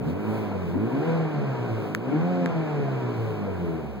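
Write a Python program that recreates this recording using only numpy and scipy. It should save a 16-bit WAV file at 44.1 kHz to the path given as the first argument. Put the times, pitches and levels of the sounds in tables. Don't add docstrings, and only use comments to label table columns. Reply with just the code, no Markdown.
import sys
import numpy as np
from scipy import signal
from scipy.fft import rfft, irfft
from scipy.io import wavfile

SR = 44100
rng = np.random.default_rng(int(sys.argv[2]) if len(sys.argv) > 2 else 0)


def master(y):
    cut = np.clip(np.atleast_2d(y).T, -1, 1)
    pcm = np.round(cut * 32767)
    wavfile.write(sys.argv[1], SR, pcm.astype(np.int16))


N = 176400
T = np.arange(N) / SR

# time_s, firing_hz
ENGINE_SPEED = [(0.0, 59.62), (0.2, 103.3), (0.34, 110.3), (0.4, 108.1), (0.54, 98.1), (0.62, 90.27),
                (0.7, 83.4), (0.76, 92), (0.88, 121.5), (0.92, 127), (1.04, 156.1), (1.08, 163.9),
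                (1.16, 164.3), (1.26, 158.0), (1.68, 115.8), (1.74, 113.5), (1.88, 102.3), (1.94, 103.8),
                (1.96, 105.2), (2.26, 176.9), (2.32, 180.5), (2.46, 174.3), (2.56, 164), (2.84, 139.8),
                (3.14, 117.1), (3.28, 110.3), (3.34, 105.5), (3.42, 101.7), (3.62, 87.25), (3.76, 79.98),
                (3.99, 66.17)]

def revving(jitter=.002):
    firing_hz, = in_time(ENGINE_SPEED)
    cycles = np.cumsum(firing_hz * (1 + jitter * drift(39.78))) / SR
    return cycles, firing_hz

# time_s, relative_db
BOOM_LEVEL = [(0.0, -47), (0.14, -32), (0.22, -44), (0.28, -32.1), (0.42, -33.5), (0.44, -39.5),
              (0.6, -32.3), (0.72, -41.4), (0.74, -31), (0.87, -30.5), (0.905, -46), (0.94, -28.5),
              (0.965, -39), (1.0, -27), (1.04, -39), (1.08, -24), (1.26, -25.5), (1.3, -36), (1.38, -25),
              (1.46, -30.5), (1.5, -25.5), (1.58, -34), (1.62, -27.5), (1.68, -37), (1.72, -26),
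              (1.8, -32.5), (1.9, -46), (2.0, -37), (2.04, -47), (2.08, -33), (2.12, -38), (2.18, -22.5),
              (2.4, -28.5), (2.42, -24.5), (2.52, -29.5), (2.6, -24), (2.66, -35), (2.74, -27),
              (2.98, -28.5), (3.02, -36), (3.05, -27.5), (3.14, -36.5), (3.2, -26.5), (3.26, -29.5),
              (3.4, -38.5), (3.52, -33), (3.66, -37), (3.7, -48.7), (3.74, -38), (3.84, -43), (3.88, -38),
              (3.99, -43)]
# time_s, second_db, third_db, fourth_db
OVERTONE_LEVELS = [(0.0, -39, -32.5, -38.5), (0.1, -26, -36, -35.5), (0.15, -41.5, -37, -47),
                   (0.28, -28, -37, -42.5), (0.38, -34, -38, -39), (0.48, -35, -40, -49),
                   (0.72, -30.5, -51, -37.5), (0.76, -40, -30, -39), (0.84, -23, -32, -36.5),
                   (0.89, -38, -38.5, -40.5), (0.96, -29, -37.5, -49), (1.08, -36, -29.5, -45),
                   (1.2, -38, -34.5, -45), (1.32, -34.5, -47, -41.5), (1.44, -41.5, -34.5, -46),
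                   (1.5, -41, -52, -45.5), (1.64, -38.5, -38, -49.5), (1.8, -45, -39.5, -41),
                   (2.04, -36, -42.5, -43), (2.16, -30.5, -34, -48), (2.2, -37.5, -42, -51),
                   (2.28, -35.5, -35.5, -37), (2.44, -35, -33.5, -36.5), (2.52, -55, -40.5, -47),
                   (2.56, -33, -47, -37.5), (2.82, -37, -31, -48.5), (2.92, -43.5, -44, -56),
                   (3.1, -37.5, -37.5, -44), (3.32, -46, -43, -34), (3.44, -29.5, -40, -50),
                   (3.56, -38, -54, -43), (3.7, -27, -41, -34), (3.78, -40, -39.5, -35.5),
                   (3.99, -45.5, -39.5, -76)]
# time_s, third_relative_db, fifth_relative_db
CRANK_LEVELS = [(0.0, -45, -47), (1.04, -40, -33), (1.1, -32, -45), (1.24, -61, -52), (1.42, -28.5, -37),
                (1.52, -41.5, -42), (2.06, -41.5, -41.5), (2.36, -27, -44), (2.46, -27.5, -35.5),
                (2.54, -55, -66), (2.84, -34.5, -43), (3.16, -47, -36), (3.24, -37, -50), (3.44, -41, -43),
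                (3.99, -66, -60)]

def exhaust(cycles, firing_hz):
    boom_db, = in_time(BOOM_LEVEL)
    out = from_db(boom_db - .5) * partial(cycles, firing_hz, 1, flutter=.07)
    for multiple, db in zip((2, 3, 4), in_time(OVERTONE_LEVELS)):
        out += from_db(db) * partial(cycles, firing_hz, multiple, flutter=.2)
    for multiple, db in zip((1.5, 2.5), in_time(CRANK_LEVELS)):
        out += from_db(db - 2) * partial(cycles, firing_hz, multiple, flutter=.2)
    return out

# start_s, hold_s, level_db, pitch_hz
PEDAL_PUSHES = [(0.06, 0.047, -29.5, 276), (.736, 0.035, -26, 273), (0.924, 0.075, -32, 279.3),
                (2.07, 0.091, -29.5, 257), (2.12, 0.046, -27.5, 306)]

def intake(cycles, width_hz=87, roughness=.95, attack_s=.007, release_s=.012):
    firings = np.diff(np.floor(cycles), prepend=0)
    gulps = rms_one(firings) + roughness * rng.standard_normal((2, N))
    out = 0
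    for start, hold, db, hz in PEDAL_PUSHES:
        opening = np.clip((T - start) / attack_s, 0, 1)
        closing = np.exp(-np.maximum(T - start - hold, 0) / release_s)
        band = signal.butter(2, [hz - width_hz / 2, hz + width_hz / 2], "band", fs=SR, output="sos")
        out += from_db(db) * opening * closing * rms_one(signal.sosfilt(band, gulps))
    return out

# time_s, relative_db
ROAR_SWELL = [(0,-47),(.1,-44.5),(.17,-45),(.36,-41),(.58,-44),(.78,-45.5),(1.1,-38),(1.3,-41.5),(1.85,-42.5),(2.0,-47.5),(2.12,-40.5),(2.4,-41.5),(2.5,-40),(2.8,-41),(3.27,-43),(3.74,-45),(4,-50)]
# frequency_hz, density_db
ROAR_SPECTRUM = [(25, -46.5), (50, -31), (80, -17), (130, 0), (250, -1.5), (420, 0), (650, -5), (1000, -10),
                 (1550, -12.5), (1900, -20), (2350, -14.5), (3000, -24), (4500, -58)]

def combustion_roar(cycles):
    level_db, = in_time(ROAR_SWELL)
    roar = from_db(level_db + 7.5) * stereo_noise(ROAR_SPECTRUM) * pulsing(cycles, depth=.08)
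    return signal.sosfilt(signal.butter(4, 88, "high", fs=SR, output="sos"), roar)

# firing_multiple, relative_db
SNARL_HARMONICS = [(5, 2.5), (6, -1.5), (8, -1), (12, -3)]
# frequency_hz, gain_db
CABIN_RESPONSE = [(42, -28), (60, -16), (85, -12.5), (120, -3), (200, -2), (270, 1), (350, -4), (440, 2.5),
                  (530, -8.5), (620, -7), (730, -4.5), (850, -16), (980, -5.5), (1150, -21), (1550, -14.5),
                  (2500, -40)]

def snarl(cycles, firing_hz, crank_db=-3.5, cam_db=-11.5, ripple_db=4.5, ripple_spacing_hz=21.99):
    roar_db, = in_time(ROAR_SWELL)
    level_db = roar_db + .5 * np.log2(firing_hz / 140)
    out = np.zeros((2, N))
    for cam_order in range(2, 57):
        multiple = cam_order / 4
        in_exhaust = multiple in (1, 1.5, 2, 2.5, 3, 4)
        if in_exhaust or (cam_order % 2 and multiple > 6):
            continue
        if cam_order % 4 == 0:
            order_db = on_log_axis(SNARL_HARMONICS, multiple)
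        else:
            order_db = cam_db if cam_order % 2 else crank_db
        hz = multiple * firing_hz
        ripple, scatter = (np.interp(hz / ripple_spacing_hz, np.arange(400), points)
                           for points in rng.standard_normal((2, 400)))
        gain = from_db(level_db + order_db + on_log_axis(CABIN_RESPONSE, hz) + ripple_db * ripple)
        out += gain * partial(cycles, firing_hz, multiple, flutter=.3, scatter_rad=.89 * scatter)
    return out

# time_s, hiss_relative_db, fizz_relative_db
HISS_SWELL = [(0,-68.5,-63),(.1,-57,-56),(.15,-65,-62.5),(.36,-57,-53),(.55,-61.5,-63.5),(.7,-60,-58),(.77,-64.5,-61.5),(1.1,-56,-59.5),(1.27,-59.5,-64),(1.6,-59,-62),(1.87,-59,-57.5),(2.0,-64.5,-63.5),(2.12,-60,-62.5),(2.4,-57.5,-63.5),(2.8,-59.5,-63),(3.1,-59,-61.5),(3.28,-59,-58.5),(3.48,-62.5,-64),(3.63,-62,-60.5),(4,-65.5,-65)]
# frequency_hz, density_db
HISS_SPECTRUM = [(1500, -27), (3000, 6), (4200, 4.5), (5500, -3), (7500, -7.5), (10000, -76), (16000, -38)]
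FIZZ_SPECTRUM = [(4000, -14), (7000, -3), (10000, 2), (13000, -2.5), (15500, 8)]

def mechanical_hiss(cycles):
    hiss_db, fizz_db = in_time(HISS_SWELL)
    hiss = from_db(hiss_db + 3) * stereo_noise(HISS_SPECTRUM)
    fizz = from_db(fizz_db + 1.5) * stereo_noise(FIZZ_SPECTRUM)
    return (hiss + fizz) * pulsing(cycles, depth=.077)

# start_s, level_db, tilt_db_per_octave
KNOCK_HITS = [(1.9491, -6, 0.5), (1.9605, -40, 7.5), (2.46, -10.5, -6)]
# pitch_hz, relative_db, t60_s
PLASTIC_MODES = [(1610, -3.5, 0.005), (1999.5, -4.5, 0.0027), (4220, -11, 0.00076), (6520, -19, 0.002),
                 (12200, -14, 0.0005)]
PORT_LAG_S = .0003648

def knocks(low_cut_hz=1300):
    out = np.zeros((2, N))
    for start, db, tilt in KNOCK_HITS:
        age = np.maximum(T - start - np.array([[0], [PORT_LAG_S]]), 0)
        for hz, mode_db, t60 in PLASTIC_MODES:
            tilt_db = tilt * np.log2(hz / PLASTIC_MODES[0][0])
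            decay_db = 60 * np.minimum(age / t60, 10)
            out += from_db(db + mode_db + tilt_db - decay_db) * np.sin(2 * np.pi * hz * age)
    low_cut = signal.butter(2, low_cut_hz, "high", fs=SR, output="sos")
    return signal.sosfilt(low_cut, out) * [[1], [-1]]

# start_s, level_db
THUD_HITS = [(0.514, -30), (0.743, -25.5)]

def thuds(band_hz=(397, 950), t60_s=.028):
    band = signal.butter(3, band_hz, "band", fs=SR, output="sos")
    envelope = sum((T > start) * from_db(db - 60 * np.clip((T - start) / t60_s, 0, 5))
                   for start, db in THUD_HITS)
    noise = rng.standard_normal(N)
    return signal.sosfilt(band, envelope * noise) / np.std(signal.sosfilt(band, noise))

# frequency_hz, density_db
RUMBLE_SPECTRUM = [(20, -21), (60, 8), (200, -19), (1000, -61)]

def body_rumble(level_db=-73):
    return from_db(level_db) * stereo_noise(RUMBLE_SPECTRUM)

# pitch_hz, left_lead_rad
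TONE_LEAD = [(70, -2), (90, -1.53), (110, -1), (133, 0.5), (139, -1.5), (144, -5), (152, -6), (164, -5),
             (174, -0.6), (185, -1.5), (215, -1.4), (270, -1.5), (360, -1.04), (430, -0.3), (485, 1.5),
             (545, -0.5), (700, 0.4), (1000, 0)]
# pitch_hz, left_minus_right_db
TONE_BALANCE = [(90, -1), (150, 0), (180, -1), (200, 1), (215, -10), (240, 3), (265, 0.5), (290, -4),
                (320, 8.5), (360, -5.5), (420, 5), (480, 2), (520, 4), (620, -2.5), (900, 0)]

def partial(cycles, firing_hz, multiple, flutter, scatter_rad=0):
    hz = multiple * firing_hz
    sides = np.array([[.5], [-.5]])
    lead = on_log_axis(TONE_LEAD, hz) + scatter_rad
    angle = 2 * np.pi * (multiple * cycles + rng.random()) + lead * sides
    gain = from_db(on_log_axis(TONE_BALANCE, hz) * sides)
    tone = (1 + flutter * drift(45)) * np.sin(angle) + flutter * drift(45) * np.cos(angle)
    return 2 * gain / np.hypot(*gain) * tone

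# frequency_hz, side_minus_mid_db
NOISE_WIDTH = [(60, -7), (200, -1), (400, 0.5), (700, -5), (1300, -26)]

def stereo_noise(spectrum, crossover_hz=1320, port_leak=.023):
    hz = np.fft.rfftfreq(N, 1 / SR)
    mid, side = rfft(rng.standard_normal((2, N))) * from_db(on_log_axis(spectrum, hz))
    turn = np.pi * hz * PORT_LAG_S
    treble_width = np.hypot(np.cos(turn), from_db(-15.5)) / np.hypot(np.sin(turn), port_leak)
    width = np.where(hz < crossover_hz, from_db(on_log_axis(NOISE_WIDTH, hz)), treble_width)
    left_right = (mid + side * width * [[1], [-1]]) / np.hypot(1, width)
    return rms_one(irfft(left_right, N))

def pulsing(cycles, depth):
    return rms_one(np.exp(depth * np.cos(2 * np.pi * cycles)))

def drift(rate_hz):
    points = signal.resample(rng.standard_normal(256), 4096)
    return rms_one(np.interp(T * rate_hz, np.arange(len(points)) / 16, points))

def in_time(rows):
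    times, *columns = np.transpose(rows)
    return [np.interp(T, times, column) for column in columns]

def on_log_axis(rows, frequency):
    frequencies, values = np.transpose(rows)
    return np.interp(np.log(frequency + 1e-3), np.log(frequencies), values)

def from_db(db):
    return 10 ** (np.asarray(db) / 20)

def rms_one(x):
    return x / np.sqrt(np.mean(x ** 2) + 1e-20)

def scene():
    cycles, firing_hz = revving()
    tones = exhaust(cycles, firing_hz) + snarl(cycles, firing_hz)
    noise = intake(cycles) + combustion_roar(cycles) + mechanical_hiss(cycles)
    return tones + noise + knocks() + body_rumble() + thuds()

def record(dry):
    return signal.sosfilt(signal.ellip(12, .2, 80, 15800, fs=SR, output="sos"), dry)

dry = scene()
out = record(dry)
master(out)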